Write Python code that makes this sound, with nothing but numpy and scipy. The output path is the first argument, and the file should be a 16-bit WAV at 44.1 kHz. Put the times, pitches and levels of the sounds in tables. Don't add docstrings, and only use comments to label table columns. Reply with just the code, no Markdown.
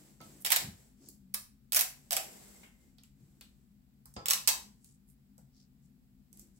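import sys
import numpy as np
from scipy import signal
from scipy.fft import rfft, irfft, next_fast_len
from scipy.io import wavfile
from scipy.ndimage import map_coordinates

SR = 44100
rng = np.random.default_rng(int(sys.argv[2]) if len(sys.argv) > 2 else 0)


def transcribe(signal):
    frames = np.atleast_2d(signal).T
    limited = np.clip(frames, -1, 1)
    pcm = np.round(limited * 32767).astype(np.int16)
    wavfile.write(sys.argv[1], SR, pcm)


N = 291015

# start in seconds, level in dB. All table levels are relative.
STRIKES = [(.4481, -34.5), (.4507, -33.5), (.4626, -30.5), (.504, -27), (.518, -28), (.5196, -24.5),
           (.521, -23), (.5615, -24.5), (1.3405, -37.5), (1.344, -30.5), (1.7218, -31), (1.731, -31.5),
           (1.7468, -26.5), (1.7612, -28.5), (1.7652, -25), (1.7687, -24.5), (1.7921, -25.5), (1.8097, -26),
           (2.1082, -32.5), (2.121, -30.5), (2.1298, -28), (2.1668, -26), (4.2579, -29.5), (4.2843, -24),
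           (4.3011, -27.5), (4.3079, -19), (4.334, -23.5), (4.4749, -20), (4.4789, -21.5), (4.4891, -21)]
# start in seconds,
# sheen in dB, clack in dB, its pitch in Hz, hollow note in dB, its pitch in Hz, its t60 in seconds,
# rebound delay in seconds, rebound level in dB, lean to the left in dB.
CLATTERS = [(.4, 3.5, -1, 2540, -13, 824, 0.037, 0.0073, -5, 0),
            (1.3, 5.5, -8.5, 2410, -12.5, 1150, .025, 0.0081, -11.5, 0),
            (1.7, 6.5, -4.5, 2320, -17.5, 715, 0.034, 0.0076, -7.5, .5),
            (2.1, 4.5, -3.5, 2630, -4, 691, 0.046, 0.0062, -10, -1),
            (4.2, 1, -4.5, 3270, -16, 1220, .05, 0.0085, -11, .5),
            (4.45, 0, -8, 2900, -13, 916, 0.13, 0.0073, -4.5, 0)]
# pitch in Hz, level in dB, t60 in seconds.
STRUCK_BOWL_MODES = [(1020, -6, .22), (1623, -5, .1), (1722, -4, .1), (2592, 1, .14), (3824, -1, .18),
                     (4576, -1, .15), (5735, 0, .2), (6749, -3, .15), (7335, -3, .18), (7621, -1, .2),
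                     (9620, 2, .16), (11800, 1, .15), (13002, -1, .15)]
BUMPED_BOWL_MODES = [(205, -3, .15), (538, -9, .14), (824, -4, .12), (1020, -9, .18), (1310, -1, .3),
                     (2121, -10, .12), (3451, -9, .15), (4872, -14, .25), (6541, -16, .15)]
# peak time in seconds, hold in seconds, hiss in dB, low rub in dB.
POWDER_STROKES = [(0, .11, -64, -65.5), (0.242, 0.16, -61, -61.5), (0.604, 0.055, -53, -64),
                  (0.787, 0.083, -70, -89), (1.018, 0.056, -73.5, -60.5), (1.967, 0.27, -68.5, -82),
                  (2.19, .45, -53.5, -72), (2.811, 0.077, -76, -73), (3.206, .4, -78.5, -72.5),
                  (4.56, 0.041, -59, -75), (6.35, 0.13, -79, -67)]
# frequency in Hz, level in dB.
POWDER_SPECTRUM = [(150, -13), (350, 1), (700, -5), (1300, -12), (1900, -10.5), (2150, -11.5),
                   (2500, -13.5), (4500, -15.5), (7700, -7), (9500, -12.5), (15500, -13)]
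# start in seconds, thud in dB, its pitch in Hz, knock and ring in dB.
BUMPS = [(.204, -45, 168, -48.5), (0.623, -37, 150, -71.5), (0.669, -37, 120, -66),
         (3.225, -49.5, 134.6, -86), (4.164, -39.5, 81, -37.5)]
# start in seconds, crack in dB, clack in dB, its pitch in Hz.
TICKS = [(0.2137, -53.5, -53.5, 3380), (1.087, -43.5, -79, 2970), (2.633, -63, -47, 2264),
         (2.9833, -63, -58, 4030), (3.0351, -55, -62, 2990), (3.4104, -47.5, -49.5, 3290),
         (4.0565, -47.5, -58.5, 1100), (4.1393, -51.5, -74, 4570), (4.845, -52.5, -69, 3500),
         (5.3803, -55.5, -59, 710), (6.329, -51, -72, 2910), (6.3725, -53, -74, 2980),
         (6.3954, -47, -69, 2980)]
# peak time in seconds, half length in seconds, level in dB, band centre in Hz.
SWISHES = [(0.422, .018, -55, 11000), (1.074, 0.059, -64, 6500), (4.887, 0.067, -66.5, 8030),
           (5.108, 0.03, -67, 10400), (5.597, 0.053, -70.5, 5300), (5.855, 0.027, -76.5, 7110),
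           (6.404, 0.041, -66, 8000), (6.574, 0.022, -72.5, 7600)]
# frequency in Hz, t60 in seconds.
ROOM_DECAY = [(150, .4), (530, .35), (1400, .33), (3700, .32), (9700, .29), (16000, .26)]
# frequency in Hz, gain in dB.
ROOM_EQ = [(150, -1.5), (800, 0.5), (2500, -1.5), (6000, 0), (10000, -3), (16000, -2.5)]
LEFT_EQ = [(1000, -1), (2700, 1), (3700, 2), (4700, 3), (6700, 0.5), (7700, 4), (8900, -1.5), (12000, -3),
           (15500, -1.5)]
RIGHT_EQ = [(1000, -2.5), (3500, -0.5), (4900, 3), (6500, -3.5), (7800, 3.5), (9000, -1), (11700, 3),
            (13000, -0.5), (15500, -0.5)]
# frequency in Hz, level in dB.
HUM_TONES = [(48.4, -78.5), (140.0, -73), (199.2, -70), (253.0, -76.5)]
RUMBLE_SPECTRUM = [(13, -42), (22, -16.5), (53, 4), (107, -9), (140, 3.5), (168, -13.5), (182, -8),
                   (206, 2), (264, -5.5), (285, -15), (371, -19.5), (476, -26), (846, -37.5), (900, -37.5),
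                   (1170, -67), (1980, -120)]
AIR_SPECTRUM = [(410, -45), (700, -2.5), (955, -8), (1060, -7.5), (1600, -8.5), (8760, -18), (15500, -6.5)]

RISE_DB_PER_S, SAG_DB_PER_S, FALL_DB_PER_S = 450, 19.5, 141
MONO_BELOW_HZ, TOP_HZ = 650, 15750


def whisk_clatter():
    out = np.zeros((2, N))
    for start, db in STRIKES:
        flurry = [row for row in CLATTERS if row[0] <= start][-1]
        _, *tone, rebound_s, rebound_db, lean_db = flurry
        pan = amp(lean_db * np.array([[.5], [-.5]]))
        for at, level_db in [(start, db), (start + rebound_s, db + rebound_db)]:
            hit = clink(level_db, *tone)
            add(out, at, pan * in_kitchen(hit, near_db=-4, room_db=-4, near_t60=.035))
    return out


def clink(db, sheen_db, clack_db, clack_hz, hollow_db, hollow_hz, hollow_t60):
    sheen = amp(sheen_db + .5) * burst(9000, 17000, t60=.0048)
    crack = amp(-.6) * burst(4700, 9000, t60=.0045)
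    clack = burst(clack_hz / 1.6, clack_hz * 1.55, t60=.0048) + amp(-5.5) * burst(1500, 5500, t60=.054)
    knock = amp(-8.5) * burst(490, 1400, t60=.016)
    hollow = amp(hollow_db) * burst(hollow_hz / 2 ** .2, hollow_hz * 2 ** .2, hollow_t60)
    glass = amp(-24.5) * ring(STRUCK_BOWL_MODES, attack_s=.0003)
    return amp(db) * (sheen + crack + amp(clack_db) * (clack + knock) + hollow + glass)


def powder():
    rest = amp(-86.5)
    flow = rest + sum(stroke(at, hold, db) for at, hold, db, _ in POWDER_STROKES)
    push = sum(stroke(at, hold, db) for at, hold, _, db in POWDER_STROKES)
    slips = unit(amp(.4 * wobble(81) + .52 * wobble(1000)))
    hiss = amp(1.5) * flow * slips * noise(POWDER_SPECTRUM, side_db=-.5)
    rub = push * friction(centre_hz=290, octaves=.32)[0]
    whistle = stroke(peak_s=2.25, hold_s=.63, db=-70.5) * friction(centre_hz=2106, octaves=.025)
    return hiss + rub + whistle


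def stroke(peak_s, hold_s, db):
    t = np.arange(N) / SR - peak_s
    rise_db = RISE_DB_PER_S * np.minimum(t, 0)
    sag_db = SAG_DB_PER_S * np.clip(t, 0, hold_s)
    fall_db = FALL_DB_PER_S * np.maximum(t - hold_s, 0)
    return amp(db + rise_db - sag_db - fall_db)


def table_bumps():
    out = np.zeros((2, N))
    for start, thud_db, hz, knock_db in BUMPS:
        add(out, start, amp(thud_db + 4.5) * burst(hz / 1.7, hz * 1.5, t60=.28))
        bowl = amp(-7.5) * ring(BUMPED_BOWL_MODES, attack_s=.00024)
        knock = amp(2.5) * burst(130, 900, t60=.1) + amp(-6.5) * burst(990, 6600, t60=.03)
        hit = amp(knock_db - 1.5) * (bowl + knock)
        add(out, start, in_kitchen(hit, near_db=-.5, room_db=-.5))
    return out


def ticks():
    out = np.zeros((2, N))
    for start, crack_db, clack_db, hz in TICKS:
        crack = amp(crack_db) * burst(5800, 16000, t60=.0091)
        clack = burst(hz / 1.5, hz * 1.35, t60=.051)
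        body = amp(-7.5) * burst(460, 2200, t60=.04)
        add(out, start, in_kitchen(crack + amp(clack_db) * (clack + body), near_db=-3, room_db=-1.5))
    return out


def swishes():
    t, out = np.arange(N) / SR, np.zeros((2, N))
    for peak_s, half_s, db, centre_hz in SWISHES:
        span = abs(t - peak_s) < 4 * half_s
        swell = amp(db) * np.exp(-((t[span] - peak_s) / half_s) ** 2)
        out[:, span] += swell * friction(centre_hz, octaves=.42, size=span.sum())
    return out


def in_kitchen(sound, near_db, room_db, near_t60=.0092):
    t = age()
    hz, when, spectra = signal.stft(rng.standard_normal((2, len(t))), SR, nperseg=256)
    spectra *= amp(along(ROOM_EQ, hz)[:, None] - 60 * when / along(ROOM_DECAY, hz)[:, None])
    tail = signal.istft(spectra, SR, nperseg=256)[1][:, :len(t)]
    tail *= 1 - np.exp(-t / .0015)
    near = rng.standard_normal((2, len(t))) * amp(-60 * t / near_t60)
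    tail_gain = amp(room_db) / np.linalg.norm(tail[0])
    near_gain = amp(near_db) / np.linalg.norm(near[0])
    mid, side = tail_gain * tail + near_gain * near
    side = signal.sosfilt(signal.butter(2, MONO_BELOW_HZ, "high", fs=SR, output="sos"), side)
    paths = np.array([mid + side, mid - side]) / np.sqrt(2)
    paths[1, 0] += 1
    paths[0, round(.00032 * SR)] += amp(-7.5)
    return signal.fftconvolve(sound[None], paths, axes=1)


def room_tone():
    t, hum = np.arange(N) / SR, np.zeros(N)
    for hz, db in HUM_TONES:
        level = np.sqrt(2) * amp(db + 1.5 + 3.8 * wobble(9.4))
        hum += level * np.sin(2 * np.pi * hz * t + 1.5 * wobble(25))
    rumble = amp(-64) * noise(RUMBLE_SPECTRUM, side_db=-8.5)
    air = amp(-76) * noise(AIR_SPECTRUM, side_db=1)
    lean_left = amp([[1.4], [-1.4]])
    return (hum + rumble) * lean_left + air


def burst(low_hz, high_hz, t60):
    fade = amp(-60 * age() / t60)
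    modes = rfft(rng.standard_normal(len(fade)) * fade)
    evened = irfft(modes / np.sqrt(abs(modes) + 1e-9), len(fade)) * (fade > 1e-6)
    band = signal.butter(3, [low_hz, high_hz], "band", fs=SR, output="sos")
    hit = signal.sosfilt(band, evened)
    return hit / np.linalg.norm(hit) * np.sqrt(SR / 500)


def ring(modes, attack_s):
    t, tone = age(), 0
    for hz, db, t60 in modes:
        fade = amp(db + rng.normal(0, 3.5) - 60 * t / t60)
        tone += fade * np.sin(2 * np.pi * (hz * t + rng.random()))
    return (1 - np.exp(-t / attack_s)) * tone


def friction(centre_hz, octaves, size=N):
    grain = amp(3 * wobble(300)[:size]) * rng.standard_normal((2, size))
    return unit(filtered(grain, lambda hz: 1 / (1 + (np.log2((hz + 1) / centre_hz) / octaves) ** 2)))


def noise(spectrum, side_db):
    mid, side = filtered(rng.standard_normal((2, N)), lambda hz: amp(along(spectrum, hz)))
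    return unit(np.array([mid + amp(side_db) * side, mid - amp(side_db) * side]))


def wobble(rate):
    points = rng.standard_normal(int(N * rate / SR) + 4)
    return map_coordinates(points, [np.arange(N) * rate / SR])


def filtered(x, response):
    n = x.shape[-1]
    padded = next_fast_len(n + SR // 4)
    return irfft(rfft(x, padded) * response(np.fft.rfftfreq(padded, 1 / SR)), padded)[..., :n]


def along(points, hz):
    freqs, values = np.transpose(points)
    return np.interp(np.log(hz + 1), np.log(freqs + 1), values)


def add(track, start, sound):
    part = track[:, round(start * SR):][:, :sound.shape[-1]]
    part += sound[..., :part.shape[-1]]


def age():
    return np.arange(SR // 2) / SR


def amp(db):
    return 10 ** (np.asarray(db) / 20)


def unit(x):
    return x / np.sqrt(np.mean(x ** 2) + 1e-20)


def scene():
    return whisk_clatter() + ticks() + table_bumps() + powder() + swishes() + room_tone()


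def record(dry):
    ports = filtered(dry, lambda hz: amp([along(LEFT_EQ, hz), along(RIGHT_EQ, hz)]))
    return filtered(ports, lambda hz: amp(-np.clip((hz - TOP_HZ) / 22, 0, 120)))


dry = scene()
out = record(dry)
transcribe(out)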